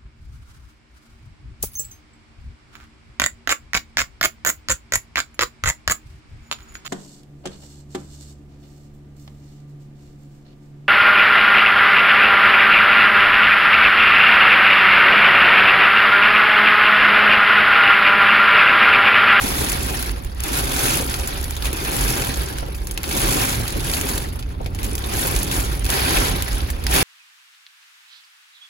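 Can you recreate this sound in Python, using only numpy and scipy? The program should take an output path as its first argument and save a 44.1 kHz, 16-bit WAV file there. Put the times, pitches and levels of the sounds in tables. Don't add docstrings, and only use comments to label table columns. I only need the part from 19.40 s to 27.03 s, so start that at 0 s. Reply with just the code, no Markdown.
import sys
import numpy as np
from scipy import signal
from scipy.fft import rfft, irfft, next_fast_len
from scipy.io import wavfile
from scipy.ndimage import uniform_filter1d

SR = 44100
rng = np.random.default_rng(int(sys.argv[2]) if len(sys.argv) > 2 else 0)


def transcribe(signal):
    frames = np.atleast_2d(signal).T
    limited = np.clip(frames, -1, 1)
    pcm = np.round(limited * 32767).astype(np.int16)
    wavfile.write(sys.argv[1], SR, pcm)


N = 336483
TIME = np.arange(N) / SR
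MEDIUM_RAIN_DB, LOW_REVS_HZ = -30, 60

# time in seconds, firing rate in Hz.
FIRING_RATE = [(0, 72.4), (.33, 75.7), (.58, 62.04), (1.2, 62.14), (1.55, 65.93), (2.02, 76.6), (2.3, 64),
               (2.9, 64.14), (3.4, 60.83), (3.9, 65.4), (4.3, 70.3), (4.7, 79.1), (5.05, 81), (5.42, 96.3),
               (6.2, 94), (6.75, 89.7), (7.3, 86.56), (7.63, 70.2)]
# centre in Hz, width in Hz, lift in dB.
GLASS_MODES = [(770, 110, 6.5), (1370, 150, 1.5), (1620, 120, 1.5), (2270, 110, 1.5), (2560, 260, 2.5),
               (3170, 150, 1.5), (3500, 230, 3), (4600, 300, 1.5)]


def undb(db):
    return 10 ** (np.asarray(db) / 20)


def unit(x):
    return x / np.sqrt(np.mean(x ** 2))


def curves(table):
    s, *columns = np.transpose(table)
    return [np.interp(TIME, s, column) for column in columns]


def wander(per_s):
    steps = rng.standard_normal(int(TIME[-1] * per_s) + 2)
    return np.interp(TIME * per_s, np.arange(len(steps)), steps)


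def add(out, s, sound):
    start = max(int(s * SR), 0)
    out[:, start:start + sound.shape[1]] += sound[:, :N - start]


def swells(rows, floor_db, steepness=1):
    power = undb(floor_db) ** 2
    t = TIME[::64]
    for crest_s, rise_s, fall_s, db in rows:
        away = np.maximum((crest_s - t) / rise_s, (t - crest_s) / fall_s)
        power = power + undb(db - 10 * steepness * away ** 1.71) ** 2
    return np.interp(TIME, t, 10 * np.log10(power))


def colour(x, outline, modes=()):
    size = 2048
    hz = np.fft.rfftfreq(size, 1 / SR)
    outline_hz, outline_db = np.transpose(outline)
    db = np.interp(np.log(hz + 1), np.log(outline_hz), outline_db)
    for centre, width, lift in modes:
        db = db + lift / (1 + (2 * (hz - centre) / width) ** 2)
    cepstrum = irfft(np.log(undb(db)))
    cepstrum[1:size // 2] *= 2
    cepstrum[size // 2 + 1:] = 0
    response = irfft(np.exp(rfft(cepstrum)))
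    return signal.fftconvolve(x, response[None], axes=1)[:, :x.shape[1]]


def decay(splat_t60, ring_t60, ring_db):
    t = np.arange(SR // 8) / SR
    splat = np.exp(-np.log(1000) * t / splat_t60)
    ring = undb(ring_db) * np.exp(-np.log(1000) * t / ring_t60)
    return np.hypot(splat, ring)


def impact(splat_t60, ring_t60, ring_db):
    fade = decay(splat_t60, ring_t60, ring_db)
    return fade * rng.standard_normal((2, len(fade)))


def shower(per_s, fade, spread_db, patchy_db, low_hz, high_hz, bands):
    step = 8
    size, rate = next_fast_len(N, True), per_s[::step]
    falls = rng.random(len(rate)) < rate * step / SR
    drop_db = spread_db * np.clip(rng.standard_normal(len(rate)), -2, 2)
    noise = rfft(rng.standard_normal((2, size)))
    band_of = np.searchsorted(np.geomspace(low_hz, high_hz, bands - 1), np.fft.rfftfreq(size, 1 / SR))
    out = 0
    for band in range(bands):
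        band_db = drop_db + patchy_db * np.clip(rng.standard_normal(len(rate)), -2, 2)
        power = np.convolve(falls * undb(band_db) ** 2 / rate, fade[::step] ** 2)
        carrier = irfft(noise * (band_of == band), size)[:, :N]
        out = out + np.repeat(np.sqrt(power), step)[:N] * carrier
    return unit(out)


def engine():
    firing_hz, = curves(FIRING_RATE)
    phase = 2 * np.pi * np.cumsum(firing_hz * (1 + 0.01113 * wander(12))) / SR
    harmonics = np.sin(phase) + undb(-10.5) * np.sin(2 * phase) + undb(-13) * np.sin(3 * phase)
    throb = undb(3 * wander(11))
    level_db = -37 + 4 * np.log2(firing_hz / LOW_REVS_HZ)
    return unit(harmonics * throb) * undb(level_db)


def rough_ground():
    # crest in seconds, level in dB, boom in Hz, rise and fall in seconds.
    bumps = [(.45, -24, 53.6, .02), (.73, -25, 53.5, 0.058), (.86, -21, 52.4, 0.021),
             (1.245, -20, 54.5, .03), (2.0, -25, 62.5, 0.033), (2.261, -22, 50, 0.037),
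             (2.63, -19.5, 48.9, .045), (2.99, -23, 50.3, 0.054), (3.42, -29, 51.57, 0.02),
             (3.86, -19.5, 40.3, 0.04), (4.35, -22, 47.8, .025), (5.05, -25, 56.3, 0.041),
             (5.29, -28, 51.87, 0.034), (5.44, -23, 49.7, .04), (5.97, -18.5, 52.2, 0.028),
             (6.2, -20, 56.6, 0.04), (6.322, -22, 54.8, .03), (6.45, -17, 54.2, .04),
             (6.62, -20, 61.4, 0.024), (6.79, -13.5, 50.2, 0.022), (6.92, -22, 42.9, 0.052),
             (7.14, -19, 50, 0.031), (7.24, -19.5, 55.85, 0.017), (7.32, -22, 60, 0.028),
             (7.46, -19, 57, 0.022), (7.529, -19, 55, 0.033)]
    # frequency in Hz, relative level in dB.
    cab_spectrum = [(12, -16.5), (25, -4), (38, 0.5), (50, -0.5), (64, 2.5), (85, -4.5), (120, -7.5),
                    (170, -18), (300, -20), (800, -29), (3000, -56)]
    # centre in Hz, width in Hz, lift in dB.
    air_modes = [(46.1, 9.4, 5), (60.7, 5.1, 4.5), (111, 11, 2.5)]
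    bump_db = swells([(s, length, length, db) for s, db, _, length in bumps], floor_db=-60)
    _, boom_hz, _ = curves(bumps)
    phase = 2 * np.pi * np.cumsum(boom_hz * (1 + 0.041 * wander(25))) / SR
    boom = unit(np.sin(phase)) * undb(bump_db)
    firing_hz, = curves(FIRING_RATE)
    roll_db = -29.5 + 3.5 * np.log2(firing_hz / LOW_REVS_HZ)
    rumble = colour(rng.standard_normal((2, N)), cab_spectrum, air_modes)
    rumble = rumble / np.sqrt(uniform_filter1d(rumble ** 2, size=SR // 5, axis=1))
    return rumble * np.hypot(undb(roll_db), undb(bump_db - 17.5)), boom


def body_panel(mode_hz=113.2, width_hz=9.5):
    # crest, rise and fall in seconds, level in dB.
    hums = [(.2, 0.04, 0.07, -29), (2.8, 0.077, 0.19, -33.5), (3.85, 0.028, 0.24, -31),
            (4.19, 0.049, 0.093, -26), (4.42, 0.071, 0.068, -25.5), (5.33, 0.047, 0.051, -32),
            (6.0, 0.078, .2, -44)]
    resonator = signal.iirpeak(mode_hz, mode_hz / width_hz, fs=SR)
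    ringing = signal.lfilter(*resonator, rng.standard_normal((2, N)))
    return unit(ringing) * undb(swells(hums, floor_db=-59))


def bonnet():
    # frequency in Hz, relative level in dB.
    spectrum = [(300, -10), (800, 0.5), (1400, 4), (2500, -2), (4000, -9), (7000, -32), (15500, -30)]
    tap = decay(splat_t60=.016, ring_t60=.08, ring_db=-4)
    patter = shower(np.full(N, 450.), tap, spread_db=4.5, patchy_db=4, low_hz=900, high_hz=4500, bands=6)
    return unit(colour(patter, spectrum, GLASS_MODES)) * undb(-49)


def wiper():
    # start in seconds, peak level in dB, ring in Hz.
    knocks = [(3.226, -16, 816), (3.284, -24, 400), (5.204, -14.5, 392), (5.261, -22.5, 563)]
    out = np.zeros((2, N))
    for s, peak_db, ring_hz in knocks:
        blow = impact(splat_t60=.04, ring_t60=.14, ring_db=-6)
        knock = colour(blow, [(80, 16), (260, 3.0), (800, 9.5), (2500, -45)], [(ring_hz, 130, 5)])
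        add(out, s, knock * undb(peak_db) / np.abs(knock).max())
    return out


def rainfall(roof_lag_s=0.02):
    # crest, rise and fall in seconds, level of the drops in dB,
    # spray relative to the drops in dB, extra level on the roof in dB.
    sheets = [(.17, 0.74, 0.42, -24.5, -0.5, -0.5), (.57, 0.18, 0.19, -29, -3, -1),
              (1.091, 0.085, 0.36, -27.5, -4.5, 0), (1.181, 0.077, 0.076, -27.5, 2, 0),
              (1.478, 0.21, 0.2, -21.5, .5, 1.5), (1.749, 0.1, 0.41, -29, -4.5, -1.5),
              (2.24, 0.022, 0.095, -28.5, -5.5, 0), (2.631, 0.34, 0.5, -24.5, -1.5, 0),
              (3.4, 0.082, 0.32, -46.5, 5, 2), (3.82, 0.16, 0.51, -23.5, 0, 2.5),
              (4.031, 0.2, 0.14, -27, 2, -0.5), (4.571, 0.24, 0.041, -27.5, 1.5, 0.5),
              (4.68, 0.14, 0.2, -28, -0.5, 1.5), (5.441, 0.063, 0.18, -33.5, -1.5, 3.5),
              (5.819, 0.19, 0.4, -26, 0.5, 1.5), (6.14, 0.06, 0.23, -27.5, 0.5, 2),
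              (6.4, 0.087, 0.12, -36.5, -16, 0.5), (6.535, 0.053, 0.3, -21.5, -7, 0.5),
              (6.771, 0.15, 0.23, -20.5, -4, 0), (7.075, 0.087, 0.35, -31, -8, -3),
              (7.555, 0.062, 0.18, -17.5, -2.5, 1)]
    crest_s, rise_s, fall_s, db, spray_share_db, roof_extra_db = np.transpose(sheets)
    drops_db = swells(zip(crest_s, rise_s, fall_s, db), floor_db=-47)
    spray_db = swells(zip(crest_s, rise_s, fall_s, db + spray_share_db), floor_db=-52, steepness=1.43)
    late_surge_db = np.interp(TIME - roof_lag_s, TIME, drops_db) - MEDIUM_RAIN_DB
    roof_db = -32 + 0.74 * late_surge_db + np.interp(TIME, crest_s, roof_extra_db)
    return drops_db, spray_db, roof_db


def roof(level_db):
    # frequency in Hz, relative level in dB.
    spectrum = [(50, -23), (120, 7), (170, -0.5), (215, -2), (260, 1), (390, 0.5), (480, -4.5), (620, -10),
                (1000, -9), (3000, -43)]
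    # centre in Hz, width in Hz, lift in dB.
    modes = [(185, 9.8, 5.5), (256.4, 14.5, 2.5), (397, 180, 0.5), (550, 31, 7.5)]
    tap = decay(splat_t60=0.022, ring_t60=0.13, ring_db=8)
    drum = shower(np.full(N, 500.), tap, spread_db=2.5, patchy_db=6.5, low_hz=176, high_hz=469, bands=4)
    return unit(colour(drum, spectrum, modes)) * undb(level_db)


def roof_thuds():
    # start in seconds, peak level in dB, ring in Hz.
    slugs = [(.043, -15, 231), (.21, -14, 400), (2.33, -20, 350), (3.955, -12.5, 290), (4.199, -18, 190),
             (4.356, -16.5, 304), (7.563, -14, 340)]
    out = np.zeros((2, N))
    for s, peak_db, ring_hz in slugs:
        blow = impact(splat_t60=.04, ring_t60=.14, ring_db=-3)
        thud = colour(blow, [(60, -20), (170, 0), (450, 0), (2000, -35)], [(ring_hz, 110, 10)])
        add(out, s, thud * undb(peak_db) / np.abs(thud).max())
    return out


def pitch_hz(draw, low_hz=500, high_hz=5200):
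    return low_hz + (high_hz - low_hz) * draw ** 1.5


def pings(drops_db, per_s=130, tones=3, t60=.035, spread_db=2.5):
    out = np.zeros((2, N))
    t = np.arange(SR // 20) / SR
    fade = np.exp(-np.log(1000) * t / t60)
    for when, strength, *draws in rng.random((int(per_s * N / SR), 2 + 3 * tones)):
        draws = np.reshape(draws, (3, tones, 1))
        tone_hz, channel_phases = pitch_hz(draws[0]), draws[1:]
        ping = np.sin(2 * np.pi * (tone_hz * t + channel_phases)).sum(axis=1)
        level_db = drops_db[int(when * N)] - 9.5 + spread_db * np.sqrt(12) * (strength - .5)
        add(out, when * N / SR, ping * fade * undb(level_db))
    return out


def fat_drop(smack_db, splash_db, t60, ring_hz, lift_db):
    # frequency in Hz, relative level in dB.
    smack_spectrum = [(60, -34), (250, -15), (700, -5), (1500, 0), (2600, 1), (5000, 0), (7000, -10),
                      (15500, -28)]
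    splash_spectrum = [(2000, -28), (5000, -8), (7000, 0), (11500, 1), (13500, -2), (15500, -3),
                       (17000, -30)]
    out, attack = 0, int(.0043 * SR)
    struck_modes = GLASS_MODES + [(ring_hz, ring_hz / 5, lift_db)]
    for spectrum, modes, db in (smack_spectrum, struck_modes, smack_db), (splash_spectrum, (), splash_db):
        sound = colour(impact(splat_t60=.011, ring_t60=t60, ring_db=-5.5), spectrum, modes)
        out = out + sound * undb(db) / sound[:, :attack].std()
    return out


def fat_drops(drops_db, spray_db, per_s=50, range_db=14):
    # start in seconds, smack level in dB, splash level in dB,
    # t60 in seconds, ring of the struck spot in Hz, lift of that ring in dB.
    fattest = [(.319, -28, -21, .03, 800, 10), (.626, -35, -23, .03, 560, 10),
               (.694, -27, -38, .03, 1810, 10), (.847, -38, -34, .04, 1500, 4),
               (1.004, -30, -25, .025, 1230, 11), (1.037, -30, -23.5, .05, 4290, 7),
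               (1.572, -34, -18, .03, 1640, 6), (1.741, -22, -24, .06, 1350, 6),
               (1.874, -33, -20.5, .06, 2400, 8), (2.012, -36, -29, .04, 3500, 5),
               (2.042, -33, -25, .04, 4500, 5), (2.108, -31, -25, .025, 1770, 8),
               (2.166, -30, -30, .09, 3600, 13), (2.223, -26, -28, .05, 4450, 5),
               (2.255, -25, -24, .08, 2300, 6), (2.268, -28, -27, .06, 2500, 7),
               (2.33, -32, -23.5, .06, 900, 10), (3.185, -31, -27, .035, 580, 8),
               (3.348, -41, -33.5, .09, 2500, 4), (3.471, -34, -26, .04, 1400, 5),
               (3.511, -33, -25, .06, 580, 6), (3.576, -21.5, -25.5, .045, 2710, 4),
               (3.632, -29, -26, .04, 1920, 6), (3.64, -24, -30, .06, 1570, 6),
               (3.691, -30, -26, .08, 2500, 4), (3.712, -25, -26, .08, 3400, 4),
               (4.279, -32, -22.5, .06, 2500, 4), (4.498, -26, -25, .05, 3470, 7),
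               (4.515, -29, -21, .025, 2300, 5), (4.537, -21, -30, .07, 4300, 6),
               (4.612, -23.5, -23, .04, 2300, 7), (4.689, -27, -20.5, .08, 800, 14),
               (4.779, -26.5, -20.5, .03, 3720, 9), (4.992, -35, -34, .08, 1000, 10),
               (5.026, -35, -44, .08, 2480, 8), (5.261, -29.5, -36, .07, 2300, 8),
               (5.348, -35, -34, .07, 710, 12), (5.389, -30.5, -37, .06, 2150, 11),
               (5.431, -35, -26.5, .04, 3800, 6), (5.444, -32, -27, .07, 2500, 5),
               (5.553, -29, -21.5, .02, 750, 14), (5.58, -30, -28, .04, 3300, 6),
               (5.64, -26.5, -35, .06, 3600, 12), (5.963, -22.5, -18, .035, 1230, 5),
               (6.03, -31, -20.5, .07, 840, 13), (6.114, -23, -24, .04, 5400, 6),
               (6.445, -30, -27, .025, 800, 10), (6.453, -30, -25.5, .03, 2500, 4),
               (6.464, -25, -28, .045, 1500, 4), (6.502, -24, -16, .04, 3450, 6),
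               (7.023, -26, -19.5, .03, 1920, 6), (7.08, -29, -30, .07, 2010, 10),
               (7.12, -31, -34, .08, 2010, 10), (7.204, -27.5, -39, .06, 3600, 10),
               (7.302, -28, -25, .06, 1700, 8), (7.439, -32.5, -30, .04, 4500, 6),
               (7.467, -18.5, -23.5, .04, 5040, 10), (7.563, -17, -20, .06, 2540, 10)]
    out = np.zeros((2, N))
    for s, *drop in fattest:
        add(out, s, fat_drop(*drop))
    for when, size, wetness, spot in rng.random((int(per_s * N / SR), 4)):
        i = int(when * N)
        weaker_db = 0.5 + range_db * np.sqrt(size)
        smack_db = drops_db[i] - weaker_db
        splash_db = spray_db[i] - weaker_db + 6 * wetness
        add(out, i / SR, fat_drop(smack_db, splash_db, t60=0.08, ring_hz=pitch_hz(spot), lift_db=11))
    return out


def windshield(drops_db, spray_db):
    taps_per_s = 1000 * undb(.55 * (drops_db - MEDIUM_RAIN_DB))
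    tap = decay(splat_t60=.005, ring_t60=.09, ring_db=4)
    patter = shower(taps_per_s, tap, spread_db=6, patchy_db=6.5, low_hz=800, high_hz=7000, bands=16)
    bursts_per_s = 600 * undb(spray_db - MEDIUM_RAIN_DB)
    burst = decay(splat_t60=0.005, ring_t60=0.04, ring_db=-6)
    spray = shower(bursts_per_s, burst, spread_db=6, patchy_db=4.5, low_hz=8040, high_hz=15100, bands=4)
    # frequency in Hz, relative level in dB.
    glass_spectrum = [(250, -9), (600, -0.5), (950, 2), (1200, 0.5), (1500, 2.5), (2600, -0.5), (3000, -1),
                      (4300, -3), (5800, -5), (7600, -16.5), (10000, -3), (15500, -14)]
    spray_spectrum = [(500, -36), (3000, -15), (6000, -4), (7600, -.5), (9400, 0), (12400, -2), (13400, -8),
                      (15500, -7.5)]
    patter = unit(colour(patter, glass_spectrum, GLASS_MODES)) * undb(drops_db - 0.5)
    return patter + unit(colour(spray, spray_spectrum)) * undb(spray_db)


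def ports(pair):
    # frequency in Hz, coherence from 0 to 1,
    # phase lead of the left in radians, left minus right level in dB.
    field = [(50, 0.93, 0, -3), (130, 0.88, -.1, -1), (300, 0.66, -.3, -2), (482, 0.05, -.7, -1.5),
             (620, 0.43, -3.1, 1.5), (1150, 0.36, -3.1, -0.5), (2100, 0.2, -1.4, 0.3), (2550, 0.33, .5, 0),
             (3000, 0.15, 2.9, -.5), (4500, 0.25, 6.7, -1.5), (5400, 0.2, 9.3, -3), (6400, 0.45, 12.3, -2),
             (7400, 0.65, 10.9, -.5), (8200, .95, 9.6, 0), (9000, .92, 9.1, 0), (10400, .95, 6.5, 0),
             (11600, .92, 5.9, 0), (12900, .95, 3.5, 0), (14100, .95, 2.8, 0), (15400, .88, 0, 0)]
    size = next_fast_len(N)
    common, independent = rfft(pair, size)
    hz = np.fft.rfftfreq(size, 1 / SR)
    field_hz, *columns = np.transpose(field)
    coherence, lead, pan_db = (np.interp(hz, field_hz, column) for column in columns)
    left = (coherence * common + np.sqrt(1 - coherence ** 2) * independent) * np.exp(1j * lead)
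    return irfft(np.array([left * undb(pan_db / 2), common * undb(-pan_db / 2)]), size)[:, :N]


def scene():
    drops_db, spray_db, roof_db = rainfall()
    near_rain = windshield(drops_db, spray_db) + fat_drops(drops_db, spray_db) + pings(drops_db)
    rain = near_rain + roof(roof_db) + roof_thuds() + bonnet()
    drone = engine()
    rumble, boom = rough_ground()
    low_tones = (boom + drone) * undb([[-1.4], [1.4]])
    return ports(rain + wiper() + rumble + body_panel()) + low_tones


def record(dry):
    low_pass = signal.ellip(12, .1, 90, 15800, fs=SR, output="sos")
    return signal.sosfilt(low_pass, np.tanh(dry))


dry = scene()
out = record(dry)
transcribe(out)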